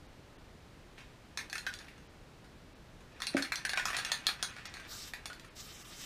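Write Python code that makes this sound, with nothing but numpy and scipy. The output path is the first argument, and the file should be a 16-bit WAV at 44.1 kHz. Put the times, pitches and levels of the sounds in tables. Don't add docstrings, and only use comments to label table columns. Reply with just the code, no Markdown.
import sys
import numpy as np
from scipy import signal
from scipy.fft import rfft, irfft
from scipy.io import wavfile

SR = 44100
rng = np.random.default_rng(int(sys.argv[2]) if len(sys.argv) > 2 else 0)


def nominal_scale(level):
    x = np.asarray(level, float) / 20
    return 10 ** x


def transcribe(u):
    v = np.clip(np.atleast_2d(u).T, -1, 1)
    q = np.round(v * 32767).astype(np.int16)
    wavfile.write(sys.argv[1], SR, q)


N = 266829


def rms_one(x):
    return x / np.sqrt(np.mean(x ** 2) + 1e-20)


def at_hz(points, hz):
    point_hz, level_db = np.array(points)[:, 0], np.array(points)[:, 1]
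    return np.interp(np.log(hz), np.log(point_hz), level_db)


def band_pass(x, edges_hz, order=2):
    return signal.sosfilt(signal.butter(order, edges_hz, "band", fs=SR, output="sos"), x)


def gestures(tables, follows=0.89):
    mean_db = -55
    t, gain = np.arange(N) / SR, np.zeros(N)
    for rows in tables:
        s, level_db = np.transpose(rows)
        fade = np.clip(np.minimum(t - s[0], s[-1] + .02 - t) / .02, 0, 1)
        gain += fade * nominal_scale(mean_db + follows * (np.interp(t, s, level_db) - mean_db))
    return gain


def drift(rate):
    r = np.exp(-80 * np.pi * rate / SR)
    slow = signal.lfilter([1], [1, -2 * r, r * r], rng.standard_normal(N // 40 + 2002))[2000:]
    return np.interp(np.arange(N) / 40, np.arange(len(slow)), rms_one(slow))


def ring(clicks, hz, t60):
    r, w = nominal_scale(-60 / (t60 * SR)), 2 * np.pi * hz / SR
    return signal.lfilter([0, np.sin(w)], [1, -2 * r * np.cos(w), r * r], clicks + 1e-18)


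def coloured_noise(spectrum):
    hz = np.maximum(np.fft.rfftfreq(N, 1 / SR), 1)
    bins = rfft(rng.standard_normal(N)) * nominal_scale(at_hz(spectrum, hz)) * (hz > 18)
    return rms_one(irfft(bins, N))


# (frequency [Hz], level [dB])
FLOOR_COLOUR = [(12, -30), (20, 1), (122, -3.5), (306, -8.5), (372, -10), (1040, -17.5), (1270, -18),
                (1630, -19.5), (2920, -23), (3260, -24.5), (4070, -25.5), (14300, -43.5), (15500, -39)]


def hiss_and_rumble():
    low_pass = signal.ellip(6, .5, 30, 14900, fs=SR, output="sos")
    return nominal_scale(-54.5) * signal.sosfilt(low_pass, coloured_noise(FLOOR_COLOUR))


# (frequency [Hz], time to fall 60 dB [s])
ROOM_T60 = [(250, 0.35), (1300, 0.23), (3500, 0.19), (9000, 0.21), (15000, 0.19)]
# (frequency [Hz], level [dB])
ROOM_COLOUR = [(250, -5), (1300, 5), (3500, 7.5), (9000, 9), (15000, 12.5)]


def echoes():
    rise_s = 0.00083
    t, out = np.arange(SR // 2) / SR, 0
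    edges_hz = 120 * 2 ** np.arange(0, 7.1, .5)
    white = rng.standard_normal((2, len(t)))
    for k, (low_hz, high_hz) in enumerate(zip(edges_hz, edges_hz[1:])):
        band = band_pass(white[k % 2], [low_hz, high_hz])
        hz = np.sqrt(low_hz * high_hz)
        out = out + band * nominal_scale(at_hz(ROOM_COLOUR, hz) - 60 * t / at_hz(ROOM_T60, hz))
    return out * (1 - np.exp(-t / rise_s))


def workshop(x):
    room_db, spots_per_s = 9, 27
    swing = np.arange(N) / SR * spots_per_s % 4
    out = np.zeros(N)
    for spot in range(4):
        nearness = np.clip(1 - np.abs((swing - spot + 2) % 4 - 2), 0, 1)
        out += signal.fftconvolve(x * np.sqrt(nearness), echoes())[:N]
    return nominal_scale(room_db - 43) * out


# (time [s], level [dB])
SPRAY_FLOW = [
    [(4.866, -67), (4.922, -48), (5.068, -55), (5.078, -50.5), (5.126, -70)],
    [(5.544, -66), (5.57, -58), (5.608, -51), (5.63, -58), (5.968, -58.5), (6.02, -47), (6.05, -50)],
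]
# (frequency [Hz], level [dB per Hz])
JET_COLOUR = [(410, -33), (700, -15), (1050, -13), (1210, -8.5), (1600, -8.5), (2800, -6), (3070, -13),
              (3270, -9), (3870, 0.5), (6180, -3.5), (15500, -14)]
# (frequency [Hz], width [Hz], level [dB])
WHISTLES = [(1204, 61, -19.5), (3090, 59, -18), (4520, 90, -13), (5200, 680, -17)]
# (low edge [Hz], high edge [Hz])
JET_BANDS = [(500, 1700), (1700, 3500), (3500, 5500), (5500, 8000), (8000, 11000), (11000, 16500)]


def spray():
    jet = coloured_noise(JET_COLOUR)
    for hz, width_hz, level_db in WHISTLES:
        t60 = np.log(1000) / (np.pi * width_hz)
        whistle = ring(ring(rng.standard_normal(N), hz, t60), hz, t60)
        jet = jet + nominal_scale(level_db) * rms_one(whistle)
    low = nominal_scale(3) * gestures(SPRAY_FLOW, 0.7)
    core = gestures(SPRAY_FLOW)
    top = nominal_scale(-2.5) * gestures(SPRAY_FLOW, 0.73)
    out = np.zeros(N)
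    for edges_hz, flow in zip(JET_BANDS, [low, low, core, core, top, top]):
        flutter_db = 2.1 * drift(7.4) + 0.27 * drift(150)
        out += flow * nominal_scale(flutter_db) * band_pass(jet, edges_hz, order=3)
    return nominal_scale(5) * out


# (time [s], peak level [dB])
KNOCK = [
    (3.347, -19),
]
# (frequency [Hz], level [dB], time to fall 60 dB [s])
KNOCK_MODES = [(276.3, -1, 0.13), (329, 3.5, 0.056), (468, -13, 0.06), (560, 0, 0.048), (605, -7, 0.052)]


def knock():
    push = np.zeros(N)
    time_s, peak_db = KNOCK[0]
    at = round(time_s * SR)
    push[at:at + 60] = nominal_scale(peak_db - 34) * np.hanning(60)
    body = sum(nominal_scale(level_db) * ring(push, hz, t60) for hz, level_db, t60 in KNOCK_MODES)
    return signal.sosfilt(signal.butter(4, 190.0, "high", fs=SR, output="sos"), body)


# (time [s], wall peak level [dB], brightness as dome level over wall [dB], strongest wall pitch [Hz])
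FIRST_SHAKE = [(0.985, -51, -3, 2300), (1.374, -28.5, -1, 2600), (1.389, -31.5, -11, 2460),
               (1.411, -37.5, -11, 2130), (1.499, -42, 3, 2480), (1.529, -29, 0, 2180),
               (1.555, -27, -17, 1810), (1.581, -32.5, 2.5, 2300), (1.666, -23.5, -22, 1560),
               (1.73, -52, 3, 1760), (1.739, -41.5, 8, 1740), (1.789, -43, 3, 1770),
               (1.845, -48.5, -11, 1590), (1.883, -45.5, -14, 2240), (1.979, -52.5, -7, 2400),
               (2.444, -54.5, -5, 1730)]
RATTLE = [(3.006, -52, -11, 923), (3.2029, -33.5, -9, 1280), (3.22, -28.5, 0.5, 2590),
          (3.269, -27.5, 3, 2930), (3.368, -20, -19, 1680), (3.378, -25, -14, 1730),
          (3.424, -27.5, 2.5, 1590), (3.449, -36, -14, 2250), (3.521, -23, -4.5, 1940),
          (3.5576, -35.5, 12, 1490), (3.651, -19.5, -12, 1570), (3.694, -24.5, -2.5, 2680),
          (3.734, -23.5, -13, 1520), (3.774, -17, -32, 1370), (3.796, -26.5, -27, 1890),
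          (3.855, -22, -2, 1120), (3.884, -26, -14, 1370), (3.903, -26, -16, 1360), (3.931, -29, -32, 1800),
          (3.967, -24, -2, 1670), (3.988, -26.5, -9, 1500), (4.049, -27.5, 2, 2680), (4.118, -23, 5, 1750),
          (4.268, -27, 12, 2400), (4.289, -24, -20, 1620), (4.4273, -21.5, 1.5, 1230)]
SETTLING = [(4.565, -39.5, -25, 1710), (4.655, -34.5, -2.5, 2140), (4.74, -39, 2.5, 2300),
            (4.769, -37, -12, 2050), (4.798, -39.5, -9, 1640), (5.076, -60, -2, 1420),
            (5.136, -28.5, -10, 2300), (5.257, -30.5, -1, 2630), (5.3, -40, -38, 1500),
            (5.331, -42, 2.5, 1660), (5.397, -49, 7.5, 2580), (5.448, -45, -6, 1360)]


def first_contact():
    s, peak_db, bright_db, _ = np.transpose(FIRST_SHAKE + RATTLE + SETTLING)
    at = np.round(s * SR).astype(int)
    snap, thud = np.zeros((2, N))
    snap[at] = nominal_scale(15 + peak_db + 1.13 * bright_db)
    thud[at] = nominal_scale(1 + peak_db - 0.33 * bright_db)
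    return band_pass(snap + 1e-18, (2300, 6500)), band_pass(thud + 1e-18, (700, 1220))


# (frequency [Hz], level [dB], time to fall 60 dB [s])
WALL_MODES = [(1030, -2.5, 0.056), (1240, 7, 0.0079), (1457, -3.5, 0.065), (1570, 6, 0.018),
              (1775, 7.5, 0.016), (1761, 4, 0.031), (2000, 0.5, 0.012), (2142, -3, 0.045),
              (2506, 9.5, 0.0063), (2773, -0.5, 0.036)]
# (frequency [Hz], level [dB], time to fall 60 dB [s])
DOME_MODES = [(3535, 6, 0.009), (4000, -12.5, .1), (3980, 4, 0.0066), (4158, 4, 0.023)]
# (frequency [Hz], level [dB], time to fall 60 dB [s])
TOP_MODES = [(5410, 6.5, 0.0028), (6230, 5, 0.0079), (6650, 5.5, 0.0037), (9010, 6, 0.0043),
             (9750, -10.5, 0.0064)]
# (low edge [Hz], high edge [Hz], level [dB])
CRACKS = [(648, 3320, 27.5), (3270, 4440, 35), (4770, 9500, 24)]
GRIP_DB = [0.5, 0.57, -1]
# (time [s], level [dB])
ROLLING = [
    [(0.96, -54), (1.0, -51), (1.15, -68.5)],
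    [(1.36, -52), (1.56, -56), (1.746, -45), (1.916, -60), (2.1, -72)],
    [(3.1, -57), (3.376, -44.5), (3.632, -46), (3.986, -32), (4.268, -45), (4.5, -44.5), (4.6, -43.5),
     (4.87, -45.5)],
    [(5.12, -56), (5.5, -52)],
]


def ball():
    s, peak_db, bright_db, wall_hz = np.transpose(FIRST_SHAKE + RATTLE + SETTLING)
    grip_db = np.repeat(GRIP_DB, [len(FIRST_SHAKE), len(RATTLE), len(SETTLING)])
    at, after = np.round(s * SR).astype(int), np.arange(2400)
    skid_s, buckle_s, focus_db = 0.0036, 0.0023, -16.5

    skid_db = -17 - 0.3 * (peak_db + 28.5) - 0.38 * (bright_db + 3)
    contact = rng.standard_normal((len(at), len(after))) * np.exp(-after / (skid_s * SR))
    contact *= nominal_scale(skid_db[:, None] - 8.5)
    contact += rng.standard_normal(contact.shape) * np.exp(-after / (buckle_s * SR)) * nominal_scale(-17)
    contact[:, 0] = 0.64

    patter = rng.standard_normal(N) * (rng.random(N) < .03) * 6.42
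    rolling = nominal_scale(-11.5 - 30.5 + 4.0 * drift(32)) * gestures(ROLLING) * patter

    def force(strength_db):
        pushes = contact * nominal_scale(peak_db + strength_db - 11)[:, None]
        return np.bincount((at[:, None] + after).ravel(), pushes.ravel(), N + len(after))[:N]

    families = [WALL_MODES, DOME_MODES, TOP_MODES]
    shares_db = [0 * s, bright_db, -3 + 0.52 * bright_db]
    out = np.zeros(N)
    for family, (modes, (low_hz, high_hz, crack_db)) in enumerate(zip(families, CRACKS)):
        share_db = shares_db[family]
        drive = force(share_db) + rolling * nominal_scale(7 - 27.0 * family)
        out += nominal_scale(crack_db) * band_pass(drive, [low_hz, high_hz])
        luck_db = grip_db[:, None] + 2 * rng.standard_normal((len(at), len(modes)))
        for k, (hz, level_db, t60) in enumerate(modes):
            landing_db = focus_db * np.abs(np.log2(hz / wall_hz)) * (family == 0)
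            push = force(share_db + landing_db + luck_db[:, k]) + rolling * nominal_scale(-12.0 * family)
            out += (-1) ** k * nominal_scale(level_db) * ring(push, hz, t60)
    return out + nominal_scale(3) * band_pass(drive, [7800, 14000])


def scene():
    snap, thud = first_contact()
    can = ball() + knock() + thud
    return (can + snap + workshop(can) + spray() + hiss_and_rumble())[None]


# (time [s], lowest frequency touched [Hz], share of bands kept [0-1])
THIN_MOMENTS = [(.078, 5500, .2), (.377, 3500, .2), (1.79, 11000, .4), (2.085, 7000, .15),
                (2.745, 6000, .15), (3.145, 7000, .4), (3.682, 2800, .45), (3.751, 2800, .2),
                (4.517, 4500, .6), (4.685, 7200, .02), (5.497, 4500, .2), (5.838, 400, .4),
                (6.028, 500, .45)]


def thin_out(x):
    size = 2048
    out, hz = np.pad(x, (0, size)), np.fft.rfftfreq(size, 1 / SR)
    fade = np.clip(3 * signal.windows.triang(size) - 1.6, 0, 1)
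    band_number = (hz ** .8 / 26).astype(int)
    for s, low_hz, kept in THIN_MOMENTS:
        middle = round(s * SR)
        moment = slice(middle - size // 2, middle + size // 2)
        lost = (rng.random(128) > kept)[band_number] & (hz > low_hz)
        out[moment] -= .96 * fade * irfft(rfft(out[moment]) * lost)
    return out[:N]


def top_cut(x):
    return signal.sosfilt(signal.butter(12, 16500, fs=SR, output="sos"), x)


def record(dry):
    low_pass = signal.ellip(6, .5, 32, 15250, fs=SR, output="sos")
    mix = thin_out(signal.sosfilt(low_pass, dry)[0])[None]
    return top_cut(mix)


dry = scene()
out = record(dry)
transcribe(out)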